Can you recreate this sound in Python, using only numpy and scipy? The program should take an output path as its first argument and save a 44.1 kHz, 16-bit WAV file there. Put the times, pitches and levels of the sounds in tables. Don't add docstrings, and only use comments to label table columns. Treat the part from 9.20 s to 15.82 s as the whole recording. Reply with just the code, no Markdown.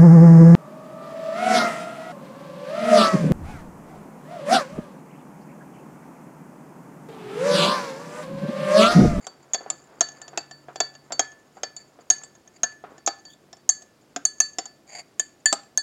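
import sys
import numpy as np
from scipy import signal
from scipy.fft import rfft, irfft
from scipy.io import wavfile
from scipy.ndimage import uniform_filter1d, minimum_filter1d

SR = 44100
rng = np.random.default_rng(int(sys.argv[2]) if len(sys.argv) > 2 else 0)


def persist_wave(psi):
    counts = np.round(np.clip(psi, -1, 1) * 32767).astype(np.int16)
    wavfile.write(sys.argv[1], SR, np.atleast_2d(counts).T)


N = 291942
TIME = np.arange(N) / SR
AGE = np.arange(int(.42 * SR)) / SR

# t/s, level/dB
SWIRL = [(0, -52.5), (2.3, -56.5), (4.6, -60.5), (6.62, -61.5)]


def clinks():
    # t/s, spoon f/Hz, contact note f/Hz, then level/dB of spoon, knock, low and middle wall notes
    blows = [(0.068, 7390, 1466, -40, -38.5, -71, -44.5), (0.3347, 6690, 3450, -20.5, -46, -44, -32),
             (0.345, 6530, 3430, -29.5, -31.5, -40, -29), (0.501, 7190, 1230, -24, -36, -51, -39.5),
             (0.808, 6533, 5660, -15.5, -26.5, -36, -27), (0.887, 6660, 1660, -41, -52, -59, -56),
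             (1.016, 7120, 1770, -44, -50, -52, -45.5), (1.08, 6800, 1240, -47.5, -48.5, -57, -50),
             (1.175, 6720, 2626, -31.5, -28.5, -48, -34), (1.311, 7130, 1772, -51, -48, -52.5, -42.5),
             (1.558, 7040, 3440, -52.5, -37.5, -56, -44.5), (1.603, 6840, 3460, -26, -24, -37, -24.5),
             (1.751, 6630, 2780, -55, -55, -55, -54), (1.9216, 7350, 4880, -31.5, -34.5, -61, -30.5),
             (1.994, 6540, 3260, -17.5, -24.5, -33, -29), (2.433, 6490, 5260, -29.5, -33, -45, -41.5),
             (2.565, 6910, 3690, -38, -59, -60, -44.5), (2.9014, 6600, 5630, -8.5, -30, -34.5, -29.5),
             (3.035, 7300, 1740, -41.5, -53, -78, -42), (3.152, 6640, 1750, -56, -62, -61, -68),
             (3.276, 6530, 5600, -52, -65, -70, -67), (3.433, 6550, 1570, -18, -31.5, -36.5, -35),
             (3.78, 6900, 1750, -58, -55, -60, -58.5), (3.8629, 6610, 5680, -22.5, -55, -55, -36),
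             (3.8748, 6600, 1255, -31.5, -23.5, -44, -32), (4.052, 6830, 1600, -50.5, -58, -59, -46),
             (4.329, 5360, 5600, -49, -48, -63, -67.5), (4.369, 7000, 5400, -62, -61.5, -73, -63.5),
             (4.4916, 6560, 5760, -12, -39.5, -39.5, -26), (4.622, 7200, 1770, -59, -57, -69, -66),
             (4.962, 6860, 1563, -34.5, -32, -63.5, -60), (5.0521, 6620, 6000, -15, -43, -45.5, -27.5),
             (5.2024, 6566, 2662, -12, -37, -38, -24), (5.385, 6360, 5420, -32.5, -28, -58, -36.5),
             (5.456, 6740, 987, -38, -52, -61, -49), (5.9959, 6750, 1751, -19.5, -39, -64, -32),
             (6.2572, 6960, 1780, -14.5, -36.5, -35, -14), (6.3267, 7490, 1228, -21.5, -24, -65, -42),
             (6.5749, 6550, 1656, -18, -42, -37.5, -24)]
    thumps = [(1.9214, -47.5), (4.962, -37.5)]
    table_modes = [(273, 0, 0.13)]  # f/Hz, level/dB, t60/s
    retouch_db = -38
    out = np.zeros(N)
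    for s, spoon_hz, contact_hz, *levels_db in blows:
        add(out, s, clink(s, spoon_hz, contact_hz, *levels_db))
        again_s = s + .07 + .07 * rng.random()
        add(out, again_s, clink(again_s, spoon_hz, contact_hz, *np.add(levels_db, retouch_db)))
    for s, db in thumps:
        add(out, s, blow(ring(table_modes, scatter_db=0, detune=0.0091), db))
    return out


def clink(s, spoon_hz, contact_hz, spoon_db, knock_db, low_db, mid_db):
    force_db = knock_db + .25 * (spoon_db - knock_db)
    growth_db_per_db, brighten_db_per_s = 1.335, 3
    sharp_db = growth_db_per_db * spoon_db + brighten_db_per_s * s
    attack = spoon_ring(spoon_hz, spoon_db) + knock(knock_db) + contact(contact_hz, force_db, sharp_db)
    return attack + wall_ring(s, spoon_db, knock_db, low_db, mid_db, sharp_db)


def spoon_ring(hz, level_db):
    bending = [(1, 6.5, 0.78), (1.022, -18, 0.47), (.972, -20.5, 0.51), (1.1, -12.5, 0.97), (.92, -12, 0.5)]
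    t60 = 0.051 * np.exp(.15 * rng.standard_normal())
    modes = [(hz * ratio, db, t60 * share) for ratio, db, share in bending]
    steel = ring(modes, scatter_db=6, detune=0.0013) * onset(.0004)
    rebound_s = .009 * (.8 + .4 * rng.random())
    rebound = undb(-13) * np.pad(steel, (int(rebound_s * SR), 0))[:len(AGE)]
    return blow(steel + rebound, level_db + .5)


def knock(db):
    modes = [(708, 3, 0.03), (677, 2.5, 0.028), (752, -6.5, 0.059), (297, -25, 0.018)]  # f/Hz, level/dB, t60/s
    colour = [(60, -39.5), (150, -32), (260, -2), (520, 1), (720, -1.5), (900, -2), (1150, -3.5),
              (1600, -36)]
    body = ring(modes, scatter_db=2, detune=.033) * onset(.004)
    return blow(body, db - 0.5) + blow(burst(colour, t60=0.068, rise_s=0.00028), db - 6.0)


def contact(hz, force_db, sharp_db):
    clack_colour = [(500, -31), (950, -6.5), (1280, 7.5), (1600, 1), (2300, 0), (2800, 0), (3350, 4.5),
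                    (4200, -1.5), (5300, 3.5), (6200, 4.5), (7400, 7.5), (8200, -25.5), (9500, -36.5),
                    (16000, -48.5)]
    tick_colour = [(3000, -14), (6500, 2.5), (8400, 10), (9500, -9.5), (11000, 5), (13000, -20),
                   (16000, -9)]
    note = blow(ring([(hz, 0, 0.044)], scatter_db=0, detune=0.0023), force_db - 7)
    clack = blow(burst(clack_colour, t60=0.035, rise_s=0.00024), force_db + 0.5)
    tick = blow(burst(tick_colour, t60=0.012, rise_s=.0001), sharp_db - 29)
    return note + clack + tick


def wall_ring(s, spoon_db, knock_db, low_db, mid_db, sharp_db):
    # f/Hz, level/dB, t60/s
    low = [(1735, -3.5, 0.51), (1756, 10, 0.087)]
    middle = [(4552, 0, 0.24), (4538, -0.5, 0.16), (3470, -23.5, 0.15)]
    high = [(7315, -1, .22), (7365, -6, .22), (7170, -6, .13), (6530, 0, .2), (6690, -7, .18)]
    top = [(8480, -1, .12), (10600, -15, .1), (10990, -15, .13)]
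    rim = [(1742, 9, 0.062), (2000, 4, 0.02), (2650, -8, 0.049), (3110, -1, .05), (7000, -12, 0.2)]
    groups = [(low, low_db), (middle, mid_db),
              (high, (spoon_db + mid_db) / 2 - 13.5), (top, sharp_db - 32.5)]
    sag = .01 * (1 + .5 * rng.standard_normal()) / (1 + undb(-27 - spoon_db))
    if 5.6 < s < 6.3:
        groups.append((rim, mid_db - 2))
        sag = 0
    damping = 1 + undb(knock_db + 9.5)
    notes = [(hz * (1.005 - sag), db + level_db, t60 / damping)
             for modes, level_db in groups for hz, db, t60 in modes]
    return ring(notes, scatter_db=3.5, detune=0.0016, glide=sag) * onset(0.0036)


def drink():
    plop_events = [(0.408, -42), (0.462, -41), (1.132, -43), (1.485, -39.5), (1.906, -39), (2.37, -46),
                   (2.789, -48.5), (3.639, -38.5)]
    sloshes = [(.35, .22, -52), (.67, .13, -50.5), (.88, .4, -54), (2.92, .2, -61.5), (3.65, .16, -48)]
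    wash_colour = [(100, -27.5), (300, 1), (720, 1), (1000, -1), (1400, -2.5), (2300, -15.0),
                   (5000, -30.5), (12000, -59.0)]
    bubbles, plops, flow = np.zeros(N), np.zeros(N), undb(curve(SWIRL))
    for when, pitch, size in rng.random((900, 3)):
        strength = undb(16 * size ** 3 - 5 * pitch)
        add(bubbles, when * N / SR, strength * bubble(380 * 5 ** pitch, cycles=2.1, glide=0.099))
    for s, db in plop_events:
        plop_hz = 705 * (1 + .04 * rng.standard_normal())
        add(plops, s, blow(bubble(plop_hz, cycles=27, glide=.1), db))
        splash = burst(wash_colour, t60=0.17, rise_s=0.00015)
        add(plops, s, blow(splash, db - 2))
    for s, length, db in sloshes:
        add(flow, s, undb(db) * swell(length, peak_share=.45))
    return flow * (undb(-9) * unit(bubbles) + undb(-7) * noise(wash_colour, size=N)) + plops


def bubble(hz, cycles, glide):
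    life = cycles / hz
    t = AGE[:int(life * SR) + 2]
    return np.sin(2 * np.pi * hz * t * (1 + glide * t / life / 2)) * np.exp(-np.log(1000) * t / life)


def scrape():
    slides = [(0, 0.055, -47.5), (.56, 0.053, -55), (0.938, 0.053, -49), (2.339, 0.05, -54),
              (2.568, 0.052, -48.5), (2.798, 0.025, -51), (3.326, 0.049, -52.5), (3.516, .012, -42),
              (5.661, 0.16, -37.5)]
    # f/Hz, bandwidth/Hz, level/dB
    wall_modes = [(700, 240, 1), (2090, 700, -4), (4640, 190, 5.5), (8520, 300, -15), (11050, 300, -20)]
    steel_modes = [(6700, 260, -4.5), (7240, 220, -4)]
    slips_per_s, firm_db = 1200, -45.5
    unsteady = noise([(1, -4.5), (12, 1), (40, -8), (200, -89.5)], size=N)
    pressure = undb(curve(SWIRL) - 9.5 + 4.5 * unsteady)
    for s, length, db in slides:
        add(pressure, s, undb(db) * swell(length, peak_share=0.87))
    slips = pressure * unit((rng.random(N) < slips_per_s / SR) * rng.standard_normal(N))
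    firmness = pressure / (pressure + undb(firm_db))
    wall, steel = resonances(wall_modes), resonances(steel_modes)
    spectrum = rfft(slips * firmness) * wall + rfft(slips) * steel
    return irfft(spectrum, N) / np.sqrt(np.mean(np.abs(wall + steel) ** 2))


def squeak():
    start_s, start_hz, rise_hz_per_s = 4.075, 3220, 5500
    grip = swell(.08, peak_share=0.52)
    wobble = noise([(100, 8), (300, 1), (1500, -48)], size=len(AGE))
    stutter = noise([(20, -2), (60, 0), (200, -41)], size=len(AGE))
    hz = (start_hz + rise_hz_per_s * AGE) * (1 + 0.03 * wobble)
    phase = 2 * np.pi * np.cumsum(hz) / SR
    tone = unit(stutter * (np.sin(phase) + undb(-1.0) * np.sin(2 * phase)))
    out = np.zeros(N)
    add(out, start_s, undb(-53) * grip * tone[:len(grip)])
    return out


def room(x):
    # f/Hz, level/dB
    colour = [(100, 7.5), (700, 0.5), (1500, 6.5), (3500, 1.0), (7000, -6), (10000, -3.5), (16000, -21)]
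    tail = burst(colour, t60=0.32, rise_s=0.0033) * (AGE > .003)
    return x + undb(-20) * signal.fftconvolve(x, tail / np.sqrt(np.sum(tail ** 2)))[:N]


def background():
    air_colour = [(15, -52), (25, -24), (145, -4.5), (335, -2.5), (476, -8), (677, -8), (936, -20.5),
                  (1940, -20), (4140, -24), (4740, -21), (6210, -25.5), (16000, -36)]
    hum_levels = [(0, -69.5), (1.6, -60.5), (2.7, -72), (6.62, -72.5)]
    waver = noise([(1, 3.5), (6, -5.5), (25, -30), (100, -97.5)], size=N)
    hum_hz = 143 + 3 * waver
    hum = unit(np.sin(2 * np.pi * np.cumsum(hum_hz) / SR) * (1 + 0.33 * waver[::-1]))
    return undb(-59.5) * noise(air_colour, size=N) + undb(curve(hum_levels)) * hum


def ring(modes, scatter_db, detune, glide=0):
    out, rise = 0, glide * (1 - np.exp(-(AGE / 0.11) ** 2))
    for hz, db, t60 in modes:
        size, shift, bend, sign = rng.standard_normal(4)
        pitch_ratio = 1 + rise + detune * (shift + bend * np.sin(2 * np.pi * 7 * AGE))
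        phase = 2 * np.pi * hz * np.cumsum(pitch_ratio) / SR
        out = out + np.sign(sign) * undb(db + scatter_db * size) * fade(t60) * np.sin(phase)
    return out


def resonances(modes):
    f = np.maximum(np.fft.rfftfreq(N, 1 / SR), 1)
    return sum(undb(db) / (1 + 1j * hz / width * (f / hz - hz / f)) ** 2 for hz, width, db in modes)


def burst(colour, t60, rise_s):
    return noise(colour, size=len(AGE)) * fade(t60) * onset(rise_s)


def noise(colour, size):
    hz, db = np.transpose(colour)
    f = np.maximum(np.fft.rfftfreq(size, 1 / SR), 1)
    gain = undb(np.interp(np.log(f), np.log(hz), db))
    return unit(irfft(rfft(rng.standard_normal(size)) * gain, size))


def swell(length, peak_share):
    t = np.linspace(0, 1, max(int(length * SR), 2))
    return np.sin(np.pi / 2 * np.interp(t, [0, peak_share, 1], [0, 1, 0]))


def onset(rise_s):
    return 1 - np.exp(-AGE / rise_s)


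def fade(t60):
    return np.exp(-np.log(1000) * AGE / max(t60, 1e-3))


def blow(x, db):
    return x * undb(db) / np.sqrt(np.sum(x ** 2) / (.015 * SR))


def curve(table):
    return np.interp(TIME, *np.transpose(table))


def add(out, s, x):
    i = max(int(s * SR), 0)
    out[i:i + len(x)] += x[:max(N - i, 0)]


def undb(db):
    return 10 ** (np.asarray(db) / 20)


def unit(x):
    return x / np.sqrt(np.mean(x ** 2))


def scene():
    tumbler = clinks() + drink() + scrape() + squeak()
    tumbler = signal.sosfilt(signal.butter(2, 150, "high", fs=SR, output="sos"), tumbler)
    return (room(tumbler) + background())[None]


def record(dry):
    ceiling, top_hz = .75, 16000
    gain = np.minimum(1, ceiling / (np.abs(dry) + 1e-9))
    gain = uniform_filter1d(minimum_filter1d(gain, size=65), size=65)
    return signal.sosfilt(signal.ellip(8, .2, 70, top_hz, fs=SR, output="sos"), dry * gain)


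dry = scene()
out = record(dry)
persist_wave(out)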